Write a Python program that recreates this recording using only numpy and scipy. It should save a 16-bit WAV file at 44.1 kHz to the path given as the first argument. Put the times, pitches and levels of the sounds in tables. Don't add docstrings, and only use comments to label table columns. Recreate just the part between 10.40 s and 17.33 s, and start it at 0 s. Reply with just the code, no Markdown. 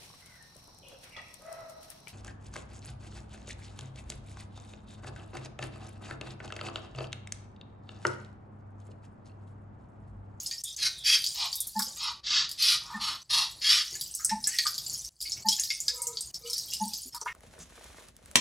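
import sys
import numpy as np
from scipy import signal
from scipy.fft import rfft, irfft
from scipy.io import wavfile
from scipy.ndimage import map_coordinates

SR = 44100
rng = np.random.default_rng(int(sys.argv[2]) if len(sys.argv) > 2 else 0)


def transcribe(u):
    v = np.clip(np.atleast_2d(u).T, -1, 1)
    q = np.round(v * 32767).astype(np.int16)
    wavfile.write(sys.argv[1], SR, q)


N = 305613
TIME = np.arange(N) / SR


# (time [s], level [dB], starting bubble pitch [Hz], bright splash level [dB])
LOUD_DROPS = [(0.062, -19.5, 5010, -63), (0.1118, -19.5, 4500, -54), (0.2372, -19.5, 8400, -36),
              (0.364, -23, 6220, -48), (0.841, -16, 4490, -36), (0.8637, -13.5, 4650, -39),
              (1.1286, -18.5, 4540, -41), (1.1556, -18, 11600, -45), (1.2043, -18, 8970, -27.5),
              (1.27, -24, 10100, -36), (1.3917, -17, 5040, -28.5), (1.4216, -18, 4710, -31),
              (2.0921, -26, 4500, -43.5), (2.114, -24.5, 4670, -38), (2.223, -11, 4430, -31),
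              (3.5535, -23, 6750, -41), (3.6113, -20.5, 4640, -30), (3.7499, -19.5, 7860, -31.5),
              (3.8472, -7.5, 8000, -27), (3.895, -17.5, 5230, -45), (4.0415, -16, 5000, -44),
              (4.072, -9, 7630, -32), (4.1863, -8, 4290, -34), (4.2672, -12.5, 4600, -36),
              (4.3802, -18, 4690, -41), (4.6478, -25, 5420, -45), (4.814, -25.5, 4620, -34),
              (4.92, -17, 5170, -55.5), (5.0862, -5.5, 5120, -31), (5.1277, -18, 4630, -35),
              (5.1975, -12, 6470, -38), (5.236, -19.5, 4800, -33.5), (5.3037, -14.5, 4620, -49),
              (5.403, -17, 6780, -41), (5.4814, -8.5, 4800, -37.5), (5.619, -16, 8300, -33),
              (5.6694, -15, 7000, -36), (5.771, -19.5, 4440, -65), (5.808, -18, 8170, -46),
              (5.9437, -23.5, 5240, -48), (6.099, -21.5, 5300, -40), (6.132, -16.5, 5090, -37),
              (6.1802, -18, 5500, -38), (6.3356, -19.5, 4980, -33), (6.5349, -21, 4820, -40),
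              (6.7473, -26, 4950, -38), (6.8139, -24, 5650, -67)]


def drops(cycles=12.7, rise_per_s=11.6, crack=0.71, crack_s=0.0004, spray_s=0.0095, spray_tail=0.25,
          spray_gain=0.066, splash_gain=0.28, droplet_splash_db=-20, level_db=-2.0,
          follower_db=-12.0, follow_s=.022):
    out, t = np.zeros(N), TIME[:2048]
    droplets = strays(per_s=10, above_db=14.5, low_hz=4276, high_hz=7450)
    droplets = [(s, db, hz, db + droplet_splash_db) for s, db, hz in droplets]
    for s, db, hz, splash_db in list(LOUD_DROPS) + droplets:
        burst = crack * np.exp(-t / crack_s) + np.exp(-t / spray_s) + spray_tail * np.exp(-t / 0.0059)
        spatter = burst * rng.standard_normal(len(t)) * from_db(4.6 * drift(t, 940))
        spray = band(spatter, min(hz * 0.73, 5200), hz * 1.56, order=5)
        body = bubble(hz, cycles, rise_per_s) + spray_gain * rms_one(spray)
        add(out, s, from_db(db + level_db) * body)
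        add(out, s, from_db(splash_db) * splash_gain * rms_one(band(spatter, 8200, 13700)))
        for late, higher in rng.random((3, 2)):
            follower = bubble(hz * 1.15 ** higher, cycles, rise_per_s)
            add(out, s + 0.0025 + follow_s * late, from_db(db + follower_db - 3.1 * late) * follower)
    return out


# (frequency [Hz], gain [dB])
FIZZ_SPECTRUM = [(880, -83), (1500, -48), (1720, -21.5), (2060, -33), (2250, -19.5), (3770, -13),
                 (4590, 0.5), (11400, -9.5), (16000, -17.5)]


def fizz(per_s=950, level_db=0.5, spread_db=7.0, cycles=46.0, rise_per_s=9.2, hiss_db=-9.0, lumps_db=3.0):
    pings = np.zeros(N)
    draws = rng.random((9000, 5))
    happens = draws[:, 4] < per_s * TIME[-1] / len(draws)
    for when, pitch, size, damping, _ in draws[happens]:
        hz = 2700 * 5.8 ** pitch
        ringing = cycles / 16 ** damping
        loudness_db = spread_db * min(-np.log(1 - size), 3.6)
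        strength = from_db(loudness_db) * hz / np.sqrt(ringing)
        add(pings, when * TIME[-1], strength * bubble(hz, ringing, rise_per_s))
    hiss = coloured(rng.standard_normal(N), FIZZ_SPECTRUM) * from_db(hiss_db + lumps_db * drift(TIME, 89))
    return (coloured(pings, FIZZ_SPECTRUM) + hiss) * from_db(level_db + stirring_db(TIME))


# (time [s], level [dB], starting pitch [Hz], time to fade by 60 dB [s])
LARGE_BUBBLES = [(.111, -35, 1810, 0.1), (1.394, -20.5, 1112, 0.062), (1.47, -41, 524, 0.12),
                 (3.519, -49, 324, 0.18), (3.55, -36, 1696, 0.076), (3.795, -36.5, 1270, 0.16),
                 (3.893, -24.5, 1738, 0.095), (4.066, -32, 1675, 0.34), (4.134, -29.5, 1875, 0.13),
                 (4.187, -11, 1860, 0.031), (4.255, -21, 1187, 0.085), (4.852, -33.5, 2166, 0.11),
                 (4.969, -30.5, 2220, 0.043), (5.086, -18.5, 3010, 0.046), (5.118, -19, 3230, 0.1),
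                 (5.184, -34, 1757, 0.12), (5.302, -19.5, 2123, 0.069), (5.48, -34, 1640, 0.14),
                 (6.056, -34.5, 2910, 0.17), (6.28, -37, 3200, 0.14), (6.319, -28.5, 2774, 0.14),
                 (6.653, -38, 255, .09), (6.742, -33.5, 925, 0.21), (6.813, -33, 880, 0.1),
                 (6.813, -43, 400, 0.29), (6.859, -18, 972, 0.081), (6.875, -20.5, 1784, 0.089)]


def plops(rise_per_s=2.03, churn=0.6, level_db=-9.0, small_t60_s=.07):
    out, t = np.zeros(N), TIME[:8192]
    small = strays(per_s=4, above_db=-1, low_hz=1683, high_hz=3346)
    for s, db, hz, t60 in list(LARGE_BUBBLES) + [(*row, small_t60_s) for row in small]:
        tone = np.sin(2 * np.pi * hz * t * (1 + rise_per_s * t / 2))
        water = rms_one(band(rng.standard_normal(len(t)), hz, hz * 1.56))
        fade = from_db(db + level_db - 60 * t / t60)
        onset = 1 - np.exp(-t / 0.0029)
        add(out, s, fade * onset * (tone + churn * water))
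    return out


# (time [s], length [s], level [dB])
SLOSH_EVENTS = [(5.448, 0.39, -57), (5.983, 0.16, -56)]
# (frequency [Hz], width [Hz], relative level [dB])
TUB_TONES = [(486, 70, 1), (973, 80, -6), (1286, 130, -8.5), (2285, 270, -11)]


def sloshes(lapping_db=3.5):
    ringing = np.zeros(N)
    for hz, width_hz, db in TUB_TONES:
        ringing += from_db(db + lapping_db * drift(TIME, 17)) * narrow_noise(hz, width_hz)
    return swells(SLOSH_EVENTS) * ringing


# (time [s], attack [s], release [s], rush level [dB], throat level [dB], bright edge level [dB],
#  throat pitch [Hz])
HUFF_EVENTS = [(.373, 0.092, 0.025, -24, -52, -38, 1210), (.634, 0.082, 0.071, -18, -51.5, -32, 1260),
               (.936, 0.088, 0.073, -29, -43.5, -65, 930), (1.555, 0.11, 0.083, -32.5, -42.5, -63, 1080),
               (1.832, 0.11, 0.13, -24, -46, -60, 1180), (2.172, 0.13, 0.077, -20, -44.5, -32.5, 1270),
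               (2.37, 0.19, 0.17, -50.5, -43.5, -75, 1040), (2.588, 0.057, 0.13, -30, -43.5, -46, 1107),
               (2.887, .058, 0.14, -22.5, -40, -37, 1014), (3.207, 0.11, 0.12, -19, -43, -35.5, 1260)]
# (frequency [Hz], gain [dB])
HUFF_SPECTRUM = [(350, -65), (600, -20), (748, -16.5), (1390, -9.5), (1590, -12.5), (2270, -16.5),
                 (2540, -11), (4650, 0), (8390, -21), (10300, -44), (16000, -70)]


def huffs(flutter_db=2.47, beak_hz=3880, beak_db=-10.0, second_ratio=1.08, beak_width_hz=160, ends_db=19.0,
          roundness=2.03, cavity_width_hz=130, cavity_db=6.0, glide=.045, opening_db=8.0, edge_focus_db=3.0):
    out = np.zeros(N)
    for start, attack, release, level, throat, edge, throat_hz in HUFF_EVENTS:
        peak, end = start + attack, start + attack + release
        t = TIME[int(start * SR):int(end * SR)]
        stage = np.interp(t, [start, peak, end], [-1, 0, 1])
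        air = rng.standard_normal(size=16384)
        cavities = np.geomspace(1800, 12500, num=18) * np.exp(0.036 * rng.standard_normal(size=18))
        rings = sum((-1) ** k * resonance(air, hz, cavity_width_hz) for k, hz in enumerate(cavities))
        reading_points = np.cumsum(1 + glide * drift(TIME[:len(air)], 14))
        rings = map_coordinates(rings, [reading_points], mode="mirror")
        air = rng.standard_normal(size=16384) + from_db(cavity_db) * rms_one(rings)
        air = coloured(air, HUFF_SPECTRUM)[:len(t)]
        rush = band(air, 1867, 7860, order=4)
        beak = resonance(rush, beak_hz, beak_width_hz) + resonance(rush, beak_hz * second_ratio, beak_width_hz)
        sound = from_db(level) * rms_one(rush + from_db(beak_db) * beak)
        throat_air = rms_one(band(air, throat_hz * 0.79, throat_hz * 1.195, order=3))
        sound += from_db(throat + opening_db * stage) * throat_air
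        edge_air = rms_one(band(rng.standard_normal(len(t)), 8540, 11400))
        sound += from_db(edge - edge_focus_db * stage ** 2) * edge_air
        ends = np.clip(np.minimum(t - t[0], t[-1] - t) / 0.015, 0, 1)
        shape_db = -3.0 - ends_db * np.abs(stage) ** roundness + flutter_db * drift(t, 130)
        add(out, start, sound * ends * from_db(shape_db))
    return out


# (time [s], length [s], level [dB])
WHEEZE_EVENTS = [(.235, 0.098, -43.5), (.482, 0.23, -48.5), (1.128, 0.13, -48.5)]


def wheezes():
    return swells(WHEEZE_EVENTS) * narrow_noise(hz=3604, width_hz=660)


# (time [s], low tone level [dB], main tone level [dB], upper tone level [dB])
HOOT_EVENTS = [(1.349, -31.5, -25.5, -45.5), (2.532, -35.5, -42, -33), (3.904, -32, -23, -40),
               (5.043, -35, -26, -47.5), (6.398, -29.5, -25, -58)]
# (centre pitch [Hz], delay [s], length [s])
HOOT_PARTS = [(206, .003, .062), (865, 0.0, .052), (1790, 0.0, .045)]


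def hoots(linger_db=-11.5, linger_t60=0.26, waver=0.013):
    out, t = np.zeros(N), TIME[:16384]
    for s, *levels in HOOT_EVENTS:
        for db, (hz, delay, length) in zip(levels, HOOT_PARTS):
            progress = np.minimum(t / length, 1)
            swell = np.sin(np.pi * progress) ** 2
            phase = 2 * np.pi * np.cumsum(hz * (1 + waver * drift(t, 113))) / SR
            echo = drift(t, 78.6) * np.sin(phase) + drift(t, 71.8) * np.cos(phase)
            echo *= progress ** 2 * from_db(linger_db - 60 * np.maximum(t - length, 0) / linger_t60)
            add(out, s + delay, from_db(db) * (swell * np.sin(phase) + echo))
    return out


def tiled_corner(x, wall_s=.0024, wall_gain=0.22, near_db=-4.0, near_t60=0.075, room_db=-8.5, room_t60=0.37):
    t = TIME[:22050]
    response = np.zeros(len(t))
    response[0] = 1
    add(response, wall_s, np.array([wall_gain]))
    for db, t60, top_hz in [(near_db, near_t60, 13000), (room_db, room_t60, 8000)]:
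        tail = band(rng.standard_normal(len(t)), 73, top_hz, order=1)
        tail *= from_db(-60 * t / t60) * (t > .003)
        response += from_db(db) * tail / np.sqrt(np.sum(tail ** 2))
    return signal.fftconvolve(x, response)[:N]


# (start time [s], end time [s], change in level [dB])
LEVEL_DIPS = [(.217, .239, -16), (.349, .366, -11.5), (1.803, 1.834, -11), (2.83, 2.896, -14.5),
              (4.69, 4.806, -24.5), (5.035, 5.06, -11), (5.912, 5.943, -18.5), (5.983, 6.049, -7.5),
              (6.696, 6.73, -12), (6.78, 6.808, -8), (6.835, 6.856, -10.5)]


def dips(edge_s=.0053):
    total_db = np.zeros(N)
    for start, end, db in LEVEL_DIPS:
        total_db += db * np.clip(np.minimum(TIME - start, end - TIME) / edge_s, 0, 1)
    return from_db(total_db)


# (frequency [Hz], gain [dB])
ROOM_SPECTRUM = [(15, -25), (25, -20.5), (124, 1), (267, -14), (350, -10.5), (425, -17.5), (649, -14.5),
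                 (1490, -22), (2270, -23), (2500, -24), (3250, -39), (5500, -120)]


def rumble(level_db=-63.0, wander_db=4.0, boom_hz=57, boom_width_hz=12, boom_db=-64.0):
    noise = from_db(level_db + wander_db * drift(TIME, 11)) * coloured(rng.standard_normal(N), ROOM_SPECTRUM)
    boom = rms_one(resonance(rng.standard_normal(N), boom_hz, boom_width_hz))
    return noise + from_db(boom_db) * boom


# (time [s], level [dB])
STIRRING_LEVEL = [(0.0, -43), (.55, -55.5), (.9, -41), (1.26, -53.5), (1.41, -43), (1.64, -49.5),
                  (1.8, -79), (2.35, -59.5), (3.1, -56.5), (3.48, -46), (3.77, -46.5), (3.97, -59),
                  (4.1, -36.5), (4.42, -46.5), (4.52, -38.5), (4.66, -50.5), (4.86, -41), (5.02, -53.5),
                  (5.12, -37.5), (5.3, -46.5), (6.0, -52), (6.13, -42.5), (6.28, -46.5), (6.57, -43),
                  (6.93, -61)]


def stirring_db(s):
    return np.interp(s, *np.transpose(STIRRING_LEVEL))


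def strays(per_s, above_db, low_hz, high_hz, spread_db=2):
    when, pitch, size, chance = rng.random((300, 4)).T
    s = when * TIME[-1]
    db = stirring_db(s) + above_db + spread_db * (2 * size - 1)
    rows = np.transpose([s, db, low_hz * (high_hz / low_hz) ** pitch])
    return list(rows[chance < per_s * TIME[-1] / len(s)])


def bubble(hz, cycles, rise_per_s):
    t = TIME[:2048]
    tone = np.sin(2 * np.pi * hz * t * (1 + rise_per_s * t / 2))
    return tone * np.exp(-t * hz / cycles) * (1 - np.exp(-t * hz))


def swells(rows):
    return sum(from_db(db) * np.sin(np.pi * np.clip((TIME - s) / length, 0, 1)) for s, length, db in rows)


def narrow_noise(hz, width_hz, waver=0.038):
    phase = 2 * np.pi * np.cumsum(hz * (1 + waver * drift(TIME, 11))) / SR
    return rms_one(drift(TIME, width_hz) * np.sin(phase) + drift(TIME, width_hz) * np.cos(phase))


def drift(t, per_s):
    knots = rng.standard_normal(size=4096)
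    return np.interp(t * per_s, np.arange(len(knots)), knots)


def resonance(x, hz, width_hz):
    r = np.exp(-np.pi * width_hz / SR)
    feedback = [1, -2 * r * np.cos(2 * np.pi * hz / SR), r * r]
    return signal.lfilter(np.array([1, 0, -1]) * (1 - r * r) / 2, feedback, x + 1e-18)


def coloured(x, spectrum):
    hz, db = np.transpose(spectrum)
    bins = np.maximum(np.arange(len(x) // 2 + 1) * SR / len(x), 1)
    gain = from_db(np.interp(np.log(bins), np.log(hz), db))
    return rms_one(irfft(rfft(x) * gain, len(x)))


def band(x, low_hz, high_hz, order=2):
    return signal.sosfilt(signal.butter(order, [low_hz, high_hz], "band", fs=SR, output="sos"), x)


def add(out, s, sound):
    at = max(int(s * SR), 0)
    out[at:at + len(sound)] += sound[:max(len(out) - at, 0)]


def rms_one(x):
    return x / np.sqrt(np.mean(x ** 2) + 1e-20)


def from_db(db):
    return 10 ** (np.asarray(db) / 20)


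def scene(rumble_dip=0.54):
    duck = tiled_corner(drops() + fizz() + plops() + sloshes() + huffs() + wheezes())
    level = dips()
    mono = duck * level + hoots() + rumble() * level ** rumble_dip
    return np.array([mono, mono])


def record(dry, cutoff_hz=16300):
    return signal.sosfilt(signal.ellip(10, .1, 80, cutoff_hz, fs=SR, output="sos"), dry)


dry = scene()
out = record(dry)
transcribe(out)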